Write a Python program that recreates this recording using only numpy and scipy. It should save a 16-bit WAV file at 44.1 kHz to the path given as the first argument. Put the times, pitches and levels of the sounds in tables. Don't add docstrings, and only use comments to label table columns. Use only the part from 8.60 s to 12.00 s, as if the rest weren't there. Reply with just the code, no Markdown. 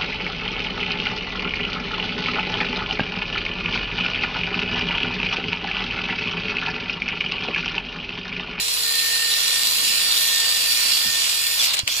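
import sys
import numpy as np
from scipy import signal
from scipy.fft import rfft, irfft
from scipy.io import wavfile
from scipy.ndimage import uniform_filter1d

SR = 44100
rng = np.random.default_rng(int(sys.argv[2]) if len(sys.argv) > 2 else 0)


def inscribe(sig):
    pcm = np.round(np.clip(np.atleast_2d(sig).T, -1, 1) * 32767)
    wavfile.write(sys.argv[1], SR, pcm.astype(np.int16))


N = 149940
T = np.arange(N) / SR
F = np.maximum(np.fft.rfftfreq(N, 1 / SR), 1)

# time_s, turns_per_s
MOTOR_SPEED = [(0, 457.5), (.25, 455.6), (1.3, 454.6), (1.9, 452.8), (2.16, 454.6), (2.35, 449.5),
               (2.52, 454.5), (2.76, 447.5), (2.87, 455.5), (2.97, 457.5), (3.0, 438), (3.035, 388),
               (3.06, 335), (3.085, 290), (3.125, 235), (3.2, 30), (3.275, 30), (3.295, 280), (3.335, 385),
               (3.36, 418), (3.4, 448)]

# time_s, level_db, treble_rel_db
SCRAPE = [(0.0, -27, -3), (0.79, -23.5, -5), (1.27, -23, -4), (1.6, -23.5, -3.5), (1.69, -24.5, -2.5),
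          (1.73, -23.5, -4.5), (2.17, -23, -4), (2.34, -21.5, -6), (2.41, -23.5, -4), (2.72, -22, -5.5),
          (2.96, -26.5, -3.5), (3.01, -23, -5), (3.05, -27, 6.5), (3.08, -24.5, -3.5), (3.13, -26.5, -5.5),
          (3.14, -20.5, -4), (3.16, -34, 0), (3.2, -26, -19), (3.23, -37.5, -14), (3.25, -42, -9),
          (3.27, -34.5, -13), (3.28, -24, -7), (3.29, -25.5, -6.5), (3.4, -27, -2)]
# freq_hz, relative_db
BRISTLE_COLOUR = [(150, -31), (400, -41), (1400, -7.5), (1800, -14.5), (2300, -2.5), (3000, 0.5),
                  (3700, -4), (4300, 4.5), (4900, 2), (5500, 1), (6500, -6.5), (7800, -5), (9000, -9),
                  (9800, -5.5), (10080, -19), (10800, -10.5), (11600, -5.5), (13000, -11), (14500, -6.5),
                  (16000, -24)]
# freq_hz, left_minus_right_db
SCRAPE_PAN = [(500, -8), (1500, 0), (2600, 0.5), (4000, -5), (5800, -4), (7000, -3.5), (8100, 5), (9200, 5),
              (11000, -5.8), (13000, 10), (15000, -4.5)]
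# time_s, level_db, centre_hz
BLOCK_RINGING = [(0, -30, 3950), (.2, -28.5, 3970), (.44, -24.5, 4120), (.51, -27.5, 4050),
                 (.58, -22.5, 4000), (.63, -27, 4060), (.68, -22.5, 4000), (.77, -23, 3920),
                 (.81, -25, 3920), (.92, -23.5, 3900), (1.0, -26.5, 3950), (1.25, -28, 3990),
                 (1.4, -25.5, 3870), (1.6, -26, 3820), (1.85, -26, 3770), (2.05, -27.5, 3920),
                 (2.2, -28.5, 3880), (2.34, -26.5, 4030), (2.44, -32, 3830), (2.65, -29, 3900),
                 (2.9, -32, 3700), (3.09, -29, 3860), (3.16, -29.5, 3850), (3.2, -22.5, 4050),
                 (3.23, -63, 4000), (3.272, -65, 3400), (3.29, -34, 3440), (3.32, -36, 3500),
                 (3.4, -49, 3900)]
# time_s, level_db
FAN_RUSH = [(0.0, -43), (1.78, -41), (1.83, -39), (2.19, -43), (2.27, -39), (2.34, -43), (2.73, -41),
            (2.77, -45), (3.17, -39), (3.26, -58), (3.28, -39), (3.29, -37), (3.3, -48), (3.4, -41)]
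# freq_hz, relative_db
FAN_RUSH_COLOUR = [(200, -20), (410, -12), (520, -3.5), (700, -3.5), (850, -4), (1050, 1.5), (1400, -1),
                   (1700, 2), (2100, 1), (3000, -20), (9000, -45)]
SCRAPE_DB, TREBLE_DB = 1.68, 9.5
FLICKS_PER_S, FLICK_SPREAD_DB, HISS_SHARE = 5000, -1, 0.37
WHIRR_DB, COASTING_WHIRR_DB = -12.5, 12
CATCHES_PER_S, CATCH_SIZE, CATCH_DECAY_S = 130, .45, .001
WANDER_DB, WANDER_HZ, WANDER_BAND_HZ = 1.4, 4, (1800, 10000)
RING_WIDTH_HZ, RING_SURGE_DB, RING_SURGE_HZ = 900, 1.8, 25

# time_s, level_db
WHINE = [(0, -36), (.04, -57), (.17, -50), (.29, -34), (.68, -32), (.93, -36.5), (1.12, -43), (1.44, -37.5),
         (1.54, -41), (1.68, -36), (1.85, -35.5), (2.2, -38.5), (2.36, -45), (2.44, -37), (2.56, -36),
         (2.68, -49), (2.87, -38.5), (3.0, -43), (3.06, -58), (3.22, -70), (3.3, -68), (3.4, -38)]
# time_s, level_db
GEAR_MESH = [(0, -46), (.35, -44), (.45, -35), (.55, -41), (.65, -31), (.83, -44), (1.05, -35), (1.4, -38),
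             (1.55, -32), (1.68, -40), (1.85, -31), (2.15, -31), (2.37, -27.5), (2.46, -38), (2.75, -36),
             (2.95, -50), (3.2, -65), (3.4, -48)]
# time_s, level_db
UPPER_MESH = [(0, -49), (2.17, -45), (2.25, -33), (2.38, -33.5), (2.44, -46), (2.7, -40), (2.95, -50),
              (3.2, -70)]
# time_s, level_db
SHAFT = [(0, -52), (1.0, -54.5), (2.2, -58), (2.5, -58.5), (3.0, -60.5), (3.2, -83), (3.4, -56)]
OTHER_ORDERS = [8, 16, 22.85, 23]
# level_db, roughness_0_to_1, left_minus_right_db
OTHER_TONES = [(-43, 1, 3), (-40.5, 0.5, 4), (-46, 1, -4), (-36, .65, 10)]
WHINE_ORDER, MESH_ORDER, UPPER_MESH_ORDER = 4, 10.17, 11.52

# multiple_of_motor_speed, braking_db, speeding_up_db, roughness_0_to_1
GEAR_STRAIN = [(8, -31, -34, .55), (10.17, -43, -35, .85), (14.3, -42, -44, .9), (19, -50, -44, .9),
               (23, -50, -44, .95)]
FULL_STRAIN = 700
HOUSING_HZ, STRAIN_PATCH_DB = 2900, 2
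BRAKE_S, BRAKE_DECAY_S, BRAKE_SWELL_DB = 2.996, .036, 14

# start_s, level_db
CLACKS = [(2.3712, -15), (3.0155, -18), (3.0265, -18), (3.0415, -12), (3.060, -18), (3.108, -18),
          (3.1325, -21), (3.138, -20), (3.1436, -13.5), (3.17, -19), (3.1917, -8.5), (3.199, -22),
          (3.2775, -9.5)]
# pitch_hz, relative_db, t60_s
GEARBOX_RING = [(2420, 0, .04), (2650, -3, .03), (3540, -6, .025), (4030, 0, .03), (4580, -7, .025),
                (6330, -9, .02), (8650, -12, .02)]
RATTLE_PER_S, RATTLE_DB = 200, -21.5

# start_s, pitch_hz, level_db, decay_s
KNOCKS = [(2.452, 251, -39.5, 0.042), (2.459, 172, -36.5, 0.023), (2.481, 80, -41, 0.018),
          (3.233, 96, -24, 0.0057)]
# time_s, level_db
RUMBLE = [(0, -59.5), (.9, -63), (1.15, -49.5), (1.45, -54.5), (1.8, -60), (2.3, -57.5), (3.4, -71)]

# freq_hz, relative_db
YARD_COLOUR = [(20, -2), (40, -16), (60, 2), (90, -2), (160, -10), (260, -3.5), (400, -6), (1000, -18.5),
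               (4000, -10), (15000, -42)]
# pitch_hz, level_db
HUM = [(58.5, -60), (119, -59), (258, -70)]
YARD_DB = -53

# freq_hz, left_lead_rad
PORT_PHASE = [(0, -0.5), (1030, 1.72), (1810, 4.5), (2500, 5.5), (2760, 6.5), (3620, 14), (3960, 13),
              (4480, 17), (7320, 18), (8100, 18.5), (9130, 23.5), (10200, 23.5), (12400, 27.5), (16100, 30)]
LIKENESS, LIKENESS_HZ = .88, 2000
TOP_HZ = 15520


def wheel(angle, speed):
    rub = ports(bristle_rub(angle, speed)) * snags()
    rub = rub * undb(0.1 * walk(48) + 0.13 * walk(210))

    ring = resonate(rub, curve(BLOCK_RINGING, axis=2), RING_WIDTH_HZ)[::-1]
    ring = ring * undb(RING_SURGE_DB * walk(RING_SURGE_HZ))

    coloured = colour(wander(rub), BRISTLE_COLOUR)
    panned = unit(irfft(rfft(coloured) * pan(spectrum(SCRAPE_PAN)), N))

    bins = rfft(panned)
    high = 1 / (1 + (7000 / F) ** 6)
    lower = irfft(bins * (1 - high), N)
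    treble = irfft(bins * high, N) * undb(curve(SCRAPE, axis=2) + TREBLE_DB)
    scrape = (lower + treble) * undb(curve(SCRAPE) + SCRAPE_DB)
    return scrape + ring * pan(-2.5) * undb(curve(BLOCK_RINGING))


def bristle_rub(angle, speed):
    chance, size, sign = rng.random(N), rng.exponential(size=N), rng.choice([-1, 1], N)
    strikes = chance < FLICKS_PER_S / SR
    flicks = unit(strikes * sign * undb(FLICK_SPREAD_DB * np.minimum(size, 6)))
    flicks = unit(reflect(flicks, t60=0.0036, wet_db=14))
    hiss = rng.standard_normal((2, N))

    relative_speed = speed / speed.max()
    coasting = np.clip(10 * (1 - relative_speed), 0, 1)
    gears = undb(WHIRR_DB + COASTING_WHIRR_DB * coasting) * relative_speed
    mix = np.sqrt(1 - HISS_SHARE) * flicks + np.sqrt(HISS_SHARE) * hiss + gears * whirr(angle)
    return mix / np.sqrt(1 + 2 * gears ** 2)


def snags():
    catches = (rng.random(N) < CATCHES_PER_S / SR) * np.minimum(rng.exponential(size=N), 3)
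    return 1 + CATCH_SIZE * signal.lfilter([1], [1, -np.exp(-1 / (CATCH_DECAY_S * SR))], catches)


def whirr(angle, count=56):
    orders = np.linspace(2, 20, count) + rng.uniform(-.15, .15, count)
    ripple = np.array([walk(13.4) for side in range(2)])
    out = 0
    for order in orders:
        flutter = np.roll(ripple, rng.integers(N), axis=1)
        out = out + flutter * np.cos(order * angle + rng.uniform(0, 2 * np.pi, (2, 1)))
    return unit(out)


def wander(x, count=22):
    place = np.interp(F, WANDER_BAND_HZ, [0, count - 1])
    whole, drift = rfft(x), walk(WANDER_HZ)
    out = 0
    for k in range(count):
        band = irfft(whole * np.maximum(1 - np.abs(place - k), 0), N)
        out = out + band * undb(WANDER_DB * np.roll(drift, rng.integers(N)))
    return out


def fan_rush():
    body = unit(ports(colour(rng.standard_normal((2, N)), FAN_RUSH_COLOUR)))
    return body * pan(1.6) * undb(curve(FAN_RUSH) + 4 + .8 * walk(60))


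def motor(angle, speed):
    effort = (speed / speed.max()) ** 22
    out = 0
    for order, (db, rough, lr_db) in zip(OTHER_ORDERS, OTHER_TONES):
        part = tone(order * angle, rough, width_hz=max(order, 50 * rough ** 2))
        out = out + undb(db) * pan(lr_db) * part * effort
    out += undb(curve(SHAFT)) * pan(8.7) * tone(angle, rough=0.09, width_hz=1.8)

    whine = tone(WHINE_ORDER * angle, rough=.35, width_hz=16)
    whine += undb(-6) * tone(WHINE_ORDER * angle, rough=1, width_hz=70)
    out += undb(curve(WHINE)) * pan(4.2) * whine

    out += undb(curve(GEAR_MESH)) * pan(-5) * tone(MESH_ORDER * angle, rough=.65, width_hz=24)
    upper = tone(UPPER_MESH_ORDER * angle, rough=.7, width_hz=45)
    return out + undb(curve(UPPER_MESH)) * pan(-3) * upper


def strain(angle, speed):
    change = uniform_filter1d(np.gradient(speed, T), size=400)
    swell = (T > BRAKE_S) * np.exp(-np.abs(T - BRAKE_S) / BRAKE_DECAY_S)
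    braking = np.clip(-change / FULL_STRAIN, 0, 1) * undb(BRAKE_SWELL_DB * swell)
    rising = np.clip(change / FULL_STRAIN, 0, 1)
    out = 0
    for order, down_db, up_db, rough in GEAR_STRAIN:
        radiated = 1 / (1 + (HOUSING_HZ / (order * speed)) ** 12)
        patches = undb(STRAIN_PATCH_DB * walk(40))
        load = undb(down_db) * braking + undb(up_db) * rising
        out = out + load * radiated * patches * tone(order * angle, rough, width_hz=120)
    return out


def clacks(speed):
    decay_s = 0.0014
    push = sum(undb(db) * (T >= s) * np.exp(-np.abs(T - s) / decay_s) for s, db in CLACKS)
    slowing = np.gradient(speed, T) < -1000
    taps = (rng.random(N) < RATTLE_PER_S / SR) * rng.random(N) * slowing * undb(RATTLE_DB)
    push = push + signal.lfilter([1], [1, -np.exp(-1 / (decay_s * SR))], taps)
    crack = push * np.tanh(rng.standard_normal((2, N))) * 1.16

    ring = 0
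    for hz, db, t60 in GEARBOX_RING:
        ring = ring + undb(db) * np.sin(2 * np.pi * hz * T) * np.exp(-np.log(1000) * T / t60)
    rung = signal.fftconvolve(crack, ring[None] / np.sqrt(np.sum(ring ** 2)))[:, :N]

    snap_colour = [(100, -46), (600, 6), (1500, -7.5), (2500, 19), (4500, 10.0), (8000, 10), (15000, -8)]
    snap = colour(ports(crack), snap_colour)
    return reflect(undb(-2) * rung + undb(-4) * snap, t60=.1, wet_db=-12)


def knocks():
    out = 0
    for s, hz, db, decay in KNOCKS:
        age = np.maximum(T - s, 0)
        out = out + undb(db) * np.sin(2 * np.pi * hz * age) * np.exp(-age / decay)
    return reflect(out, t60=.1, wet_db=-19)


def rumble():
    shape = [(60, -47), (150, -3.0), (200, 2), (300, 1.0), (500, -23), (2000, -65)]
    noise = unit(ports(colour(rng.standard_normal((2, N)), shape)))
    return noise * undb(curve(RUMBLE))


def yard():
    mid, side = unit(colour(rng.standard_normal((2, N)), YARD_COLOUR))
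    air = undb(YARD_DB) * (mid + undb(-7) * side * np.array([[1], [-1]]))
    hum = 0
    for hz, db in HUM:
        hum = hum + undb(db) * np.sqrt(2) * np.sin(2 * np.pi * hz * T + 1.46 * walk(9.9))
    return air + hum


def tone(angle, rough, width_hz):
    rough = np.clip(rough, 0, 1)
    flutter = np.array([walk(width_hz) + 1j * walk(width_hz) for side in range(2)])
    steady = np.sqrt(2 * (1 - rough ** 2))
    return np.real((steady + rough * flutter) * np.exp(1j * angle))


def resonate(x, hz, width_hz):
    spin = np.exp(2j * np.pi * np.cumsum(hz) / SR)
    pole = np.exp(-np.pi * width_hz / SR)
    return unit(np.real(spin * signal.lfilter([1], np.poly([pole, pole]), x / spin)))


def reflect(x, t60, wet_db):
    tail = rng.standard_normal((2, N)) * np.exp(-np.log(1000) * T / t60)
    tail /= np.sqrt(np.sum(tail ** 2, axis=1, keepdims=True))
    return x + undb(wet_db) * signal.fftconvolve(np.atleast_2d(x), tail, axes=1)[:, :N]


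def ports(x):
    likeness = LIKENESS / (1 + (F / LIKENESS_HZ) ** 2)
    turn = np.arcsin(likeness) / 2
    both = rfft(x)
    both = np.cos(turn) * both + np.sin(turn) * both[::-1]
    lead = np.interp(F, *np.array(PORT_PHASE).T) * np.array([[1], [0]])
    return irfft(both * np.exp(1j * lead), N)


def pan(db):
    return undb(np.array([[1], [-1]]) * db / 2)


def colour(x, rows):
    cep = irfft(np.log(undb(spectrum(rows))), N)
    cep[1:N // 2] *= 2
    cep[N // 2 + 1:] = 0
    return irfft(rfft(x) * np.exp(rfft(cep)), N)


def spectrum(rows):
    hz, db = np.array(rows, float).T
    return np.interp(np.log(F), np.log(hz), db)


def curve(rows, axis=1):
    rows = np.array(rows, float)
    return np.interp(T, rows[:, 0], rows[:, axis])


def walk(hz):
    return unit(irfft(rfft(rng.standard_normal(N)) / (1 + (F / hz) ** 4), N))


def unit(x):
    return x / np.sqrt(np.mean(x ** 2))


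def undb(db):
    return 10 ** (np.asarray(db) / 20)


def scene():
    speed = curve(MOTOR_SPEED)
    angle = 2 * np.pi * np.cumsum(speed * (1 + 0.00057 * walk(21.4))) / SR
    drill = wheel(angle, speed) + fan_rush() + motor(angle, speed) + strain(angle, speed)
    bumps = clacks(speed) + knocks()
    return drill + bumps + rumble() + yard()


def record(dry):
    return signal.sosfilt(signal.ellip(14, .2, 80, TOP_HZ, fs=SR, output="sos"), dry)


dry = scene()
out = record(dry)
inscribe(out)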